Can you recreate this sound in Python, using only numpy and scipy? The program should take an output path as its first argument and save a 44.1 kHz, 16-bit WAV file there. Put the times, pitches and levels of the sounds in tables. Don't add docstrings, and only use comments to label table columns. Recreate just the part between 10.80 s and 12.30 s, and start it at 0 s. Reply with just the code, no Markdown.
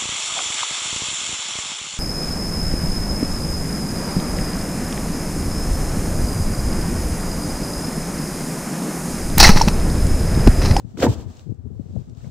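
import sys
import numpy as np
from scipy import signal
from scipy.fft import rfft, irfft
from scipy.io import wavfile
from scipy.ndimage import uniform_filter1d

SR = 44100
rng = np.random.default_rng(int(sys.argv[2]) if len(sys.argv) > 2 else 0)


def voltage_ratio(level):
    return 10 ** (np.asarray(level, float) / 20)


def digitize_waveform(pressure):
    field = np.atleast_2d(pressure).T
    bounded = np.clip(field, -1, 1)
    quanta = np.round(bounded * 32767).astype(np.int16)
    wavfile.write(sys.argv[1], SR, quanta)


N = 66150


def evened(x):
    return x / np.sqrt(np.mean(x ** 2) + 1e-20)


def read(points, hz):
    f, value = np.transpose(points)
    return np.interp(np.log(hz + 1), np.log(f + 1), value)


def add(mix, start_s, sound):
    part = mix[..., round(start_s * SR):][..., :sound.shape[-1]]
    part += sound[..., :part.shape[-1]]


def band_pass(x, order, edges_hz):
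    return signal.sosfilt(signal.butter(order, edges_hz, "band", fs=SR, output="sos"), x)


def smoothed(x, size):
    return uniform_filter1d(uniform_filter1d(x, size=size), size=size)


def coloured(x, spectrum, same=None):
    hz, z = np.fft.rfftfreq(N, 1 / SR), rfft(x)
    if same:
        c = np.clip(read(same, hz), -1, 1)
        z = np.array([z[0], c * z[0] + np.sqrt(1 - c ** 2) * z[1]])
    closing = np.minimum(hz / spectrum[0][0], 1) ** 2
    return evened(irfft(z * voltage_ratio(read(spectrum, hz)) * closing, N))


def knock(mix, peak_s, peak_db, hz, cycles, skew, power=2, edge=0.):
    u = np.arange(0, 1, hz / cycles / SR)
    top = .5 ** (1 / skew)
    turn = 2 * np.pi * cycles * (u - top)
    hump = abs(np.sin(np.pi * u ** skew)) ** power
    wave = np.cos(turn) + edge * np.cos(3 * turn)
    add(mix, peak_s - top * cycles / hz, voltage_ratio(peak_db) * hump * wave)


# freq_hz, level_db (per Hz)
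ROOM_HUSH = [(410, -48.5), (700, -14), (931, -11.5), (1070, -14.5), (1160, -1), (1490, -6.5), (2630, -19),
             (3370, -25), (15600, -34.5)]


def room():
    return voltage_ratio(-73.5) * coloured(rng.standard_normal((2, N)), ROOM_HUSH)


# peak_s, peak_db, pitch_hz, cycles
PUFFS_LEFT = [(.022, -33.5, 111, 6.4), (.049, -16.5, 137, 1.5), (.083, -50, 116, 2.4),
              (.152, -23, 171, 2.5), (.367, -17.5, 109, 0.57), (.419, -20, 96, 1.26),
              (.464, -24.5, 113, 4.2), (.504, -38, 91.5, 1.9), (.671, -25, 155.7, 7),
              (.702, -16.5, 119, 6.2), (.722, -15.5, 163, 1.75), (.797, -41, 84.5, 2.7),
              (.833, -41, 87, 2.9), (.85, -20.5, 101.4, 3.2), (.862, -27.5, 245, 4.2),
              (.901, -38, 267, 3.5), (.915, -19, 130, 0.99), (.967, -27, 105.8, 12.4),
              (.998, -15, 189, 2.05), (1.009, -20.5, 113, 4), (1.061, -23, 135, 2.3),
              (1.143, -25.5, 147, 3.3), (1.158, -14.5, 174, 2.9), (1.1645, -23, 511, 2.9),
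              (1.173, -13.5, 102.6, 2.52), (1.197, -24, 137, 4.4), (1.214, -21, 122, 2.5),
              (1.322, -30, 113, 5.2), (1.376, -27, 126, 3.1), (1.442, -27.5, 125.3, 6.2),
              (.58, -31, 100, 2), (.669, -31, 330, 4), (.697, -24, 340, 4), (.722, -25, 320, 3),
                   (.748, -30, 110, 3), (.863, -34, 400, 4), (.905, -34, 400, 4), (.998, -35, 450, 2.5),
                   (1.1648, -30, 640, 2.5), (1.29, -28, 160, 3), (1.471, -20, 125, 2), (.785, -27, 85, 3),
                   (1.085, -28, 95, 3)]
# peak_s, peak_db, pitch_hz, cycles
PUFFS_RIGHT = [(0.053, -41.5, 88, 7.8), (0.562, -45.5, 88, 7.2), (0.613, -35.5, 92, 2.4),
               (0.841, -39, 90.3, 2), (0.923, -32, 104.6, 0.93), (1.069, -48, 87.5, 1.3),
               (1.105, -31, 97, 3.9), (1.149, -64, 109, 2), (1.243, -40.5, 90, 1.7), (1.263, -30, 90, 1.8),
               (1.298, -28, 91, 0.35), (1.396, -44, 88, 4.3)]
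# freq_hz, level_db (per Hz)
DRAUGHT_SPECTRA = [
    [(20, -58.5), (45, -9), (90, 6), (130, -4), (220, -3.5), (430, -22), (860, -33.5), (1500, -71.5)],
    [(20, -52.5), (45, -21), (85, -1), (130, -1.5), (200, -19.5), (430, -21.5), (860, -29.5), (1500, -59)],
]
DRAUGHT_DB = [-36.5, -47]
LULL_S, LULL_HALF_S, LULL_DB = .595, .072, -13
GUST_SHARE, GUST_S = .36, .032
FLUTTER_DB, FLUTTER_HZ = -18, [235, 481]


def air():
    out = np.zeros((2, N))
    lull_db = LULL_DB * np.exp(-((np.arange(N) / SR - LULL_S) / LULL_HALF_S) ** 4)
    gust_window = np.hanning(round(2 * GUST_S * SR)) / (GUST_S * SR)
    below_450_hz = signal.butter(4, 450, fs=SR, output="sos")
    for port, puffs in enumerate([PUFFS_LEFT, PUFFS_RIGHT]):
        for puff in puffs:
            knock(out[port], *puff, skew=0.69)
        power = out[port] ** 2
        puff_strength = np.sqrt(abs(smoothed(power, 400)))
        gust = np.sqrt(signal.oaconvolve(power, gust_window, "same").clip(0))
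        lumps_db = 4 * evened(smoothed(rng.standard_normal(N), 500))
        draught = coloured(rng.standard_normal(N) * voltage_ratio(lumps_db), DRAUGHT_SPECTRA[port])
        swell = signal.sosfilt(below_450_hz, GUST_SHARE * gust * draught)
        flutter = evened(band_pass(rng.standard_normal(N), 3, FLUTTER_HZ))
        out[port] += voltage_ratio(DRAUGHT_DB[port] + lull_db) * draught
        out[port] += swell + voltage_ratio(FLUTTER_DB) * puff_strength * flutter
    return -out


# start_s, level_db
RUB = [(0, -50.5), (.012, -61.5), (.045, -66.5), (.11, -60), (.14, -63.5), (.3, -43.5), (.46, -61.5),
       (.5, -53), (.55, -55.5), (.575, -54), (.61, -54), (.66, -63), (.8, -73.5), (.93, -69.5),
       (1.01, -65.5), (1.2, -59.5), (1.28, -64), (1.345, -65)]
# start_s, level_db
LIFT = [(1.362, -62), (1.373, -57), (1.445, -55), (1.46, -55.5), (1.5, -58.5)]
# start_s, level_db
DRAG = [(.171, -75), (.174, -47), (.195, -43), (.199, -36), (.221, -34), (.226, -28), (.246, -28),
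        (.265, -38), (.272, -50)]
# start_s, level_db
REBOUND = [(.273, -59), (.29, -44.5), (.345, -44.5), (.362, -72), (.385, -58.5), (.41, -53.5), (.44, -63.5),
           (.455, -68)]
# freq_hz, level_db (per Hz)
SOFT_SPECTRUM = [(700, 4), (1600, -8), (2100, -11.5), (3400, -9.5), (8000, -9.5), (9000, -23.5),
                 (13000, -26.5), (15600, -18.5)]
# freq_hz, level_db (per Hz)
HARD_SPECTRUM = [(700, 0.5), (1700, -22), (2200, -20.5), (3000, -9.5), (7800, -12), (9300, -26),
                 (13000, -20.5), (15600, -25.5)]
# freq_hz, likeness (-1 to 1)
SOFT_SAME = [(700, 0.1), (1400, -0.42), (3000, 0.31), (7000, -0.15), (15000, -0)]
# freq_hz, likeness (-1 to 1)
HARD_SAME = [(700, 0.24), (2500, 0.62), (5000, -0.58), (9000, -0.049), (15000, 0)]
GRAINS_PER_S, GRAIN_DB, GRAIN_SHARE = 2000, 16.5, 0.17
RUB_LEFT_DB = 1


def cloth():
    t = np.arange(N) / SR
    grain_size = voltage_ratio(GRAIN_DB * np.minimum(rng.exponential(1, (2, N)), 4))
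    struck = rng.random((2, N)) < GRAINS_PER_S / SR
    grains = grain_size * struck * rng.choice([-1, 1], (2, N))
    flicker = voltage_ratio(0.43 * evened(uniform_filter1d(rng.standard_normal(N), size=300)))
    x = (GRAIN_SHARE * evened(grains) + rng.standard_normal((2, N))) * flicker
    soft_db = np.interp(t, *np.transpose(RUB + LIFT))
    hard_db = np.interp(t, *np.transpose(DRAG + REBOUND), -120, -120)
    soft = voltage_ratio(soft_db) * coloured(x, SOFT_SPECTRUM, SOFT_SAME) * voltage_ratio([[RUB_LEFT_DB], [-RUB_LEFT_DB]])
    return soft + voltage_ratio(hard_db) * coloured(x, HARD_SPECTRUM, HARD_SAME)


# start_s, resonance_hz, level_db
CRUSH = [(0.167, 260, -47), (0.176, 247, -33), (0.208, 425, -35), (0.232, 600, -22), (0.268, 420, -23),
         (.31, 182, -31), (.42, 152, -39), (0.521, 200, -51), (.65, 450, -62)]
CRUSH_WIDTH_HZ = 418


def stuffing():
    s, hz, db = np.transpose(CRUSH)
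    t = np.arange(N) / SR
    a, b = rng.standard_normal((2, N))
    x = np.array([a + 0.34 * b, a - 0.19 * b])
    turn = np.exp(2j * np.pi * np.cumsum(np.interp(t, s, hz)) / SR)
    r = np.exp(-np.pi * CRUSH_WIDTH_HZ / SR)
    once = signal.lfilter([1 - r], [1, -r], x / turn)
    twice = signal.lfilter([1 - r], [1, -r], once)
    groan = evened((turn * twice).real)
    return groan * voltage_ratio(np.interp(t, s, db, -120, -120))


# peak_s, peak_db, pitch_hz, cycles
CLUNKS = [(0.183, -36, 280, 4.5), (0.192, -20.5, 326.4, 3.2), (0.203, -16, 187, 1.7),
          (0.218, -18, 440, 3.4), (.2255, -13.5, 642, 5.5), (0.2312, -4.5, 520, 4), (0.227, -33, 1550, 9),
          (.2385, -16.5, 702, 4.5), (.249, -20, 1060, 6), (0.2414, -9, 274, 6.6), (0.2508, -8.5, 400, 2.6),
          (.259, -14.5, 340, 2.2), (0.2674, -8, 249.6, 4.1), (0.2678, -15.5, 897, 8.2),
          (.2635, -17, 546, 3), (0.278, -25.5, 890, 13), (0.319, -22.5, 242, 2.5), (.324, -35, 896, 8),
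          (.333, -48, 179.6, 0.67), (0.398, -31, 291.7, 1.7), (1.446, -40.5, 533, 3.7),
          (0.174, -36, 1426, 4.9), (0.276, -13, 196, 2)]
CRACK_HZ, CRACK_FADE_S, CRACK_DB = [1100, 2000], .007, -10
CRACK_TOP_S, CRACK_FADE_DB_PER_S = .225, 350


def springs():
    out = np.zeros((2, N))
    a, b = np.moveaxis(rng.standard_normal((len(CLUNKS), 2, 900)), 1, 0)
    cracks = evened(band_pass(np.stack([.8 * a + .45 * b, a - .45 * b], 1), 2, CRACK_HZ))
    fade = np.exp(-np.arange(900) / SR / CRACK_FADE_S)
    for (s, db, hz, cycles), crack in zip(CLUNKS, cracks):
        knock(out, s, db, hz, cycles, skew=0.55)
        bite_db = CRACK_DB - min(CRACK_FADE_DB_PER_S * abs(s - CRACK_TOP_S), 14)
        add(out, s - .003, voltage_ratio(db + bite_db) * crack * fade)
    return out


# start_s, peak_db, centre_hz, fade_s
TICKS = [(0.1727, -34, 2400, 0.0016), (0.184, -36, 5900, 0.0023), (0.197, -31, 3100, 0.0016),
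         (0.2034, -26.5, 7100, 0.0027), (0.2251, -20.5, 3330, 0.0038), (0.2291, -20, 2700, 0.0005),
         (.239, -29, 9600, 0.0015), (.2435, -25, 3970, .002), (.249, -35, 4500, .002),
         (.265, -34, 6500, .002), (.402, -46, 3560, .003), (0.568, -42.5, 4500, 0.0064),
         (.594, -38.5, 3970, 0.0013), (0.61, -51.5, 4500, .0015), (0.7043, -55.5, 6000, 0.0014),
         (.745, -60.5, 6500, 0.0025), (1.1262, -52.5, 5000, 0.0013), (1.1554, -51.5, 7000, 0.00088),
         (1.203, -53, 5500, 0.0013), (1.296, -52, 7400, 0.0036), (1.2975, -54.5, 3240, .002),
         (1.349, -49, 4500, .002), (1.373, -50, 3800, .002), (1.405, -54, 1090, 0.0059),
         (1.419, -55, 1820, 0.0047), (1.443, -50, 1570, 0.0067), (1.453, -53, 890, 0.0071)]
TICK_SPREAD, TICK_TOP_HZ, TICK_LEFT_DB = 1.6, 8300, 1.8


def fibres():
    out, t = np.zeros((2, N)), np.arange(700) / SR
    lean = voltage_ratio([[TICK_LEFT_DB], [-TICK_LEFT_DB]])
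    for (s, db, hz, fade_s), noise in zip(TICKS, rng.standard_normal((len(TICKS), 2, 700))):
        top_hz = hz * TICK_SPREAD
        if hz <= 7500:
            top_hz = min(top_hz, TICK_TOP_HZ)
        shared = noise + .5 * noise[::-1]
        burst = band_pass(shared * np.exp(-t / fade_s), 4, [hz / TICK_SPREAD, top_hz])
        add(out, s, voltage_ratio(db) * lean * burst / abs(burst).max())
    return out


# peak_s, peak_db, pitch_hz, cycles
BOOMS = [(.225, -25, 70, 3), (.242, -19, 125, 3.5), (.268, -19, 85, 2.2), (.2975, -8.5, 110, 4.3),
         (.325, -25, 85, 2.5), (.39, -35, 75, 4), (.502, -31, 90, 2.5)]
BOOM_RIGHT_DB, BOOM_LAG_S = -1.5, 0.0012


def frame():
    out = np.zeros((2, N))
    shape = dict(skew=1.75, power=.5, edge=voltage_ratio(-14))
    for s, db, hz, cycles in BOOMS:
        knock(out[0], s, db, hz, cycles, **shape)
        knock(out[1], s + BOOM_LAG_S, db + BOOM_RIGHT_DB, hz, cycles, **shape)
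    return out


def scene():
    hush = room()
    return springs() + frame() + stuffing() + air() + cloth() + fibres() + hush


def low_pass(x):
    return signal.sosfilt(signal.butter(12, 15740, fs=SR, output="sos"), x)


def record(dry):
    x = signal.sosfilt(signal.butter(6, 46, "high", fs=SR, output="sos"), dry)
    x = irfft(rfft(x) * (np.fft.rfftfreq(N, 1 / SR) < 15780), N)
    return low_pass(x)


dry = scene()
out = record(dry)
digitize_waveform(out)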